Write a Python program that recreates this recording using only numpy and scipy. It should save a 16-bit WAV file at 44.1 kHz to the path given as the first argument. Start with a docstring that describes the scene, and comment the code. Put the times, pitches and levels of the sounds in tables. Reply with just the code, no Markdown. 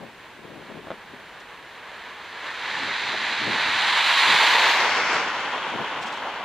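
"""First heard: open country humming, a breeze buffeting the microphone, a small car faint ahead.
Light knocks come near the microphone. The car clears a house corner and passes 3.4 m from the roadside camera.
Its tyres are filtered noise, coloured by bearing and distance; the quiet engine is a few firing harmonics.
Gusts, drumming over uneven road and ticks of grit are noise bursts; the knocks are decaying sines."""
import sys
import numpy as np
from scipy import signal
from scipy.fft import rfft, irfft
from scipy.io import wavfile
from scipy.ndimage import uniform_filter1d

SR = 44100
rng = np.random.default_rng(int(sys.argv[2]) if len(sys.argv) > 2 else 0)


def persist_wave(psi):
    """Save psi, clipped to +-1, as 16-bit WAV."""
    counts = np.round(np.clip(psi, -1, 1) * 32767).astype(np.int16)
    wavfile.write(sys.argv[1], SR, np.atleast_2d(counts).T)


N = 284004
T = np.arange(N) / SR  # s

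# Tyre roar spectrum by the side of the car facing the microphone: [f/Hz, relative level/dB]
ROAR_FAR = [(60, -23), (200, -26), (450, -3), (700, -2), (1050, 1.5), (1450, 1), (2100, -2.5), (3000, -6),
            (4000, -10), (6000, -25.5), (9000, -36.5), (15000, -44)]
ROAR_FRONT = [(60, -26), (200, -14), (450, -12.5), (700, -9.0), (1050, -2.5), (1450, -0.5), (2100, -0.5),
              (3000, -6), (4000, -4), (6000, -23.5), (9000, -38), (15000, -56)]
ROAR_FRONT_WING = [(60, -35), (200, -25.5), (450, -18.5), (700, -9.5), (1050, -1), (1450, -3), (2100, -2),
                   (3000, -3.5), (4000, -3.5), (6000, -24), (9000, -32), (15000, -47)]
ROAR_REAR_WING = [(60, -40), (200, -22), (450, -8), (700, -3.5), (1050, 1.5), (1450, -3), (2100, -1),
                  (3000, -5), (4000, -5), (6000, -21), (9000, -35), (15000, -41)]
ROAR_REAR = [(60, -27), (200, -16.5), (450, -7.5), (700, -5.5), (1050, -1.5), (1420, 3.5), (1700, -6),
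             (2150, -2), (3000, -8), (4000, -15.5), (5200, -12.5), (6500, -25.5), (9000, -41), (15000, -58)]
ROAR_LEAVING = [(60, -34), (200, -12.5), (450, -6), (700, -3), (1050, 1.5), (1450, 0.5), (1750, -5),
                (2400, -6.5), (3200, -5.5), (3650, -12.5), (6000, -27.5), (9000, -43.5), (15000, -61)]
# Bearings at which those six are heard, in that order: [angle/degrees], 0 ahead, 180 behind
VIEW_BEARINGS = [6.5, 12, 40, 128, 153, 164]
# Ripple that the ground and the camera's housing put on the roar: [f/Hz, change/dB]
HOUSING_RIPPLE = [(720, 0), (930, 3), (1270, -3.5), (1700, 2.5), (2700, -0.75), (4450, -0.1), (4980, -4.5),
                  (6200, 1.5), (7400, 4), (8300, -.5), (10100, 3), (10900, -5), (12700, 3), (15000, 0.5)]
# The two microphone ports for sound from ahead:
# [f/Hz, left minus right level/dB, left lead/rad, diffuse share/dB]
PORTS_AHEAD = [(60, 0, 0, -16), (300, 0, 0, -16), (700, -1.2, 0, -22), (1500, 0, 0, -34), (2200, 0, 0, -31),
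               (3000, -3.1, .1, -15), (4500, -2.6, 0, -19), (5200, -5, -.8, -4), (5900, 5.5, -.4, -9),
               (7100, 11.5, 1, -7), (8200, -1, 1.4, -7), (9500, -7.5, .6, -6), (11000, -1.5, .2, -5),
               (15000, -.5, .2, -6)]
# The same columns for sound from behind, which the camera's body scatters
PORTS_BEHIND = [(60, 0, 0, -10), (300, -1, 0, -12), (700, -1, 0, -22), (1100, 0, 0, -28), (1700, 1, 0, -14),
                (2800, 3.5, 0, -8), (4000, 2.5, 0, -5), (5200, -7, .8, -1.5), (7500, 0, .5, -5),
                (9000, -5, 1, -2), (11000, 0, 1, -1), (15000, -.5, 1, 0)]
# Brief swells and dips of the roar: [t/s, half length/s, change/dB]
ROAR_SURGES = [(2.008, 0.21, 1.4), (2.47, 0.023, 2), (3.432, 0.16, -2), (3.922, 0.16, -1), (4.7, 0.18, 1),
               (5.19, 0.066, 2)]
# Spectrum of open country and microphone hiss: [f/Hz, relative level/dB]
AIR_SPECTRUM = [(25, 7), (50, 1.5), (120, 1.5), (400, 6), (1000, -15.5), (2500, 0), (5000, -15),
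                (9000, -19.5), (15000, -25.5)]
# Stronger gusts on the microphone, before eddies and panning: [t/s, half length/s, level/dB]
WIND_GUSTS = [(.035, 0.031, -40.5), (.53, 0.095, -43), (.708, 0.015, -38.5), (.775, 0.035, -40.5),
              (.895, 0.046, -44.5), (1.13, .06, -49.5), (2.83, 0.058, -43.5), (3.17, 0.09, -46),
              (3.485, 0.049, -33.5), (3.71, .058, -43), (4.31, .04, -37), (5.752, 0.023, -34.5),
              (5.812, 0.017, -35), (6.02, 0.05, -44.5)]
# Spectrum of the wind's buffeting: [f/Hz, relative level/dB]
BUFFET_SPECTRUM = [(25, -24), (60, -22.5), (130, -4.5), (230, -0.5), (400, -1.5), (600, -7), (1000, -15),
                   (3000, -52)]
# Light knocks near the microphone: [t/s, level/dB, contact time/s]
KNOCK_BLOWS = [(0.8708, -30, .0001), (0.883, -25, .001), (0.9046, -19.5, .0002), (0.9101, -26, .0003),
               (0.9158, -21, .0002), (0.9204, -32, .0002)]
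# Modes of the body they ring: [f/Hz, relative level/dB, t60/s]
BODY_MODES = [(354, -11, 0.025), (567, -8.5, .035), (654, -5, 0.036), (800, -2, 0.016), (1120, 1, 0.0097),
              (1320, -8, 0.013), (2050, -8, 0.0083), (3440, -10, 0.01)]
# Tyres drumming over uneven road: [t/s, half length/s, level/dB]
ROAD_BUMPS = [(3.147, 0.006, -27.5), (5.8, 0.014, -30), (5.845, 0.0086, -28), (6.23, 0.019, -34),
              (6.275, 0.018, -30), (6.33, 0.026, -42), (6.41, 0.047, -38)]
# Spectrum of that drumming: [f/Hz, relative level/dB]
DRUM_SPECTRUM = [(100, -26), (400, -9), (750, -1), (1050, -1), (1500, -12), (3000, -32), (8000, -55)]
# Grit thrown by the tread, before crackle: [t/s, half length/s, level/dB]
GRIT_TICKS = [(1.408, .005, -53), (5.14, 0.015, -39), (6.03, .01, -43), (6.075, 0.012, -43),
              (6.132, .013, -47), (6.175, .01, -51)]
# Spectrum of the grit: [f/Hz, relative level/dB]
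GRIT_SPECTRUM = [(1000, -18), (3500, 5), (5000, 2), (7800, -4), (10000, -19), (15000, -27)]

SPEED, MISS_M, PASS_S = 10.35, 3.39, 4.473  # m/s, nearest distance, moment of passing
# house corner: loss while it screens the car, moment the car comes clear, time scale of clearing
SCREEN_DB, CLEAR_S, CLEARING_S = 10.5, 2.476, 0.22
# roar: base level at 1 m, extra towards the front, extra along the road (tread and asphalt form a horn)
TYRE_DB, FORWARD_DB, HORN_DB = -6.5, 2, 1.6
# engine: firing rate before Doppler, base level at 1 m, extra towards the exhaust
FIRING_HZ, ENGINE_DB, EXHAUST_DB = 55.8, -47, 8
AIR_DB, BREEZE_DB = -53.5, -61.5  # base levels of country air and of the breeze under the gusts
TOP_HZ = 15600  # upper limit of the camera's sound


def undb(db):
    """Decibels to gain."""
    return 10 ** (np.asarray(db) / 20)


def curve(table, hz):
    """The columns of a table, interpolated at the given frequencies."""
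    f, *columns = np.transpose(table)
    return [np.interp(hz, f, column) for column in columns]


def shape(points, hz):
    """A spectrum's dB at the given frequencies, interpolated on a log scale."""
    f, db = np.transpose(points)
    return np.interp(np.log(hz + 1), np.log(f), db)


def colour(x, points):
    """Filter by a spectrum and scale to rms 1."""
    hz = np.arange(N // 2 + 1) * SR / N
    y = irfft(rfft(x) * undb(shape(points, hz)), N)
    return y / y.std()


def walk(rate):
    """Smoothed random steps, `rate` per second, with a spread near 1."""
    step = int(SR / rate)
    held = np.repeat(rng.standard_normal(N // step + 1), step)
    smooth = uniform_filter1d(uniform_filter1d(held, step), step)
    return 1.3 * smooth[:N]


def pan(db):
    """Left and right gains for a left minus right level."""
    return undb(np.array([[.5], [-.5]]) * db)


def stereo_noise(points, side_db):
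    """Coloured noise with a share that differs between left and right."""
    mid, side = colour(rng.standard_normal((2, N)), points)
    side = side * undb(side_db)
    return np.array([mid + side, mid - side]) / np.hypot(1, undb(side_db))


def swells(table):
    """Envelope of bell-shaped bursts, summed in power."""
    power = sum(undb(db) ** 2 * np.exp(-((T - s) / half) ** 2) for s, half, db in table)
    return np.sqrt(power)


def country(alike_hz=3000):
    """Far traffic and open air, more alike on both sides in the bass than in the hiss."""
    mid, side = colour(rng.standard_normal((2, N)), AIR_SPECTRUM)
    highpass = signal.butter(1, alike_hz, "high", fs=SR, output="sos")
    side = 0.23 * side + 0.73 * signal.sosfilt(highpass, side)
    return np.array([mid + side, mid - side]) * undb(AIR_DB + 0.16 * walk(2.7))


def wind(eddy_db=2):
    """A light breeze and its gusts break into eddies on the microphone, mostly on its left side."""
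    flow = np.hypot(swells(WIND_GUSTS), undb(BREEZE_DB))
    eddies = undb(eddy_db * walk(120))
    return stereo_noise(BUFFET_SPECTRUM, side_db=-10.5) * flow * eddies * pan(6.2)


def path(t):
    """Car at steady speed: cosine of its bearing (1 ahead, -1 behind), dB lost to distance and the house."""
    ahead_m = SPEED * (PASS_S - t)
    distance_m = np.hypot(ahead_m, MISS_M)
    hidden = .5 - .5 * np.tanh((t - CLEAR_S) / CLEARING_S)
    return ahead_m / distance_m, 20 * np.log10(distance_m) + SCREEN_DB * hidden


def roar_level():
    """Tyre level in dB: it follows distance, screening and bearing, with a few brief swells and dips."""
    facing, loss_db = path(T)
    surge_db = sum(db * np.exp(-((T - s) / half) ** 2) for s, half, db in ROAR_SURGES)
    return TYRE_DB + FORWARD_DB * facing + HORN_DB * facing ** 2 - loss_db + surge_db


def ports(table, hz):
    """Left and right gains for the direct sound, and the gain of the diffuse sound."""
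    balance_db, lead, diffuse_db = curve(table, hz)
    direct = pan(balance_db) * np.exp(np.array([[.5j], [-.5j]]) * lead)
    direct = direct / abs(direct.mean(axis=0))
    return np.vstack([direct, undb(diffuse_db)])[:, :, None]


def roar_colour(hz, t):
    """The roar's spectrum turns with the car's bearing; its main band keeps an even power."""
    bearing = np.degrees(np.arctan2(MISS_M, SPEED * (PASS_S - t)))
    sides = (ROAR_FAR, ROAR_FRONT, ROAR_FRONT_WING, ROAR_REAR_WING, ROAR_REAR, ROAR_LEAVING)
    ripple_db = shape(HOUSING_RIPPLE, hz)
    views = np.array([shape(side, hz) + ripple_db for side in sides])
    gain = undb([np.interp(bearing, VIEW_BEARINGS, view) for view in views.T])
    roar_band = (hz > 750) & (hz < 4500)
    return gain / np.sqrt((gain[roar_band] ** 2).sum(axis=0) / len(hz))


def tyres(grain_db=0.9, flutter_db=0.59, low_flutter_db=1.3, turn_s=0.18, turn_lag_s=0.21):
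    """Countless tread impacts sum to noise, coloured by bearing; the road's texture makes them flutter."""
    impacts = rng.standard_normal((2, N)) * undb(grain_db * walk(900))
    hz, t, z = signal.stft(impacts, SR, nperseg=1024)
    gain = roar_colour(hz, t)
    # long undulations of the road shake the carcass, which sounds below the tread
    carcass = 1 / (1 + (hz / 1200) ** 2)
    gain *= undb(low_flutter_db * np.outer(carcass, np.interp(t, T, walk(40))))
    # once the rear wheels are past, the sound reaches the ports from behind
    past = .5 + .5 * np.tanh((t - PASS_S - turn_lag_s) / turn_s)
    left, right, diffuse = (1 - past) * ports(PORTS_AHEAD, hz) + past * ports(PORTS_BEHIND, hz)
    ears = np.array([left * z[0] + diffuse * z[1], right * z[0] - diffuse * z[1]])
    roar = signal.istft(ears * gain, SR)[1][:, :N] / impacts.std()
    return roar * undb(roar_level() + flutter_db * walk(30))


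def engine(wobble=0.0038, rough_db=2.0):
    """A smooth four-cylinder at low load: wavering firing harmonics that drop in pitch as it passes."""
    facing, loss_db = path(T)
    hz = FIRING_HZ / (1 - facing * SPEED / 343)  # Doppler; sound travels at 343 m/s
    phase = 2 * np.pi * np.cumsum(hz * (1 + wobble * walk(14))) / SR
    firing = np.zeros(N)
    for k, db in enumerate([-18, -5, -3.5, -6], 1):
        firing += undb(db + rough_db * walk(15.0)) * np.sin(k * phase)
    return undb(ENGINE_DB - EXHAUST_DB * facing - loss_db) * firing


def knocks(rise_s=0.00032):
    """A quick rattle of light blows on one damped body; a longer contact is duller."""
    out, t = np.zeros(N), T[:SR // 10]
    for s, level_db, contact in KNOCK_BLOWS:
        ring = np.zeros(len(t))
        for hz, db, t60 in BODY_MODES:
            decay = undb(db - 60 * t / t60)
            ring += decay * np.sin(2 * np.pi * hz * t) / np.hypot(1, 2 * hz * contact)
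        start = int(s * SR)
        out[start:start + len(t)] -= undb(level_db) * ring * (1 - np.exp(-t / rise_s))
    return out * pan(1.5)


def road(crackle_db=3):
    """Rough patches drum in the tyres and loose grit crackles, both as bursts of coloured noise."""
    drum = stereo_noise(DRUM_SPECTRUM, side_db=-26) * swells(ROAD_BUMPS)
    grit = stereo_noise(GRIT_SPECTRUM, side_db=-10) * swells(GRIT_TICKS)
    return drum + grit * undb(crackle_db * walk(700))


def scene():
    """Country air, wind, the passing car, the knocks and the road under the tyres."""
    return country() + wind() + tyres() + engine() + knocks() + road()


def record(dry, low_hz=33):
    """The camera cuts the deep bass and the very top."""
    highpass = signal.butter(4, low_hz, "high", fs=SR, output="sos")
    lowpass = signal.ellip(12, .1, 80, TOP_HZ, fs=SR, output="sos")
    return signal.sosfilt(lowpass, signal.sosfilt(highpass, dry))


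dry = scene()
out = record(dry)
persist_wave(out)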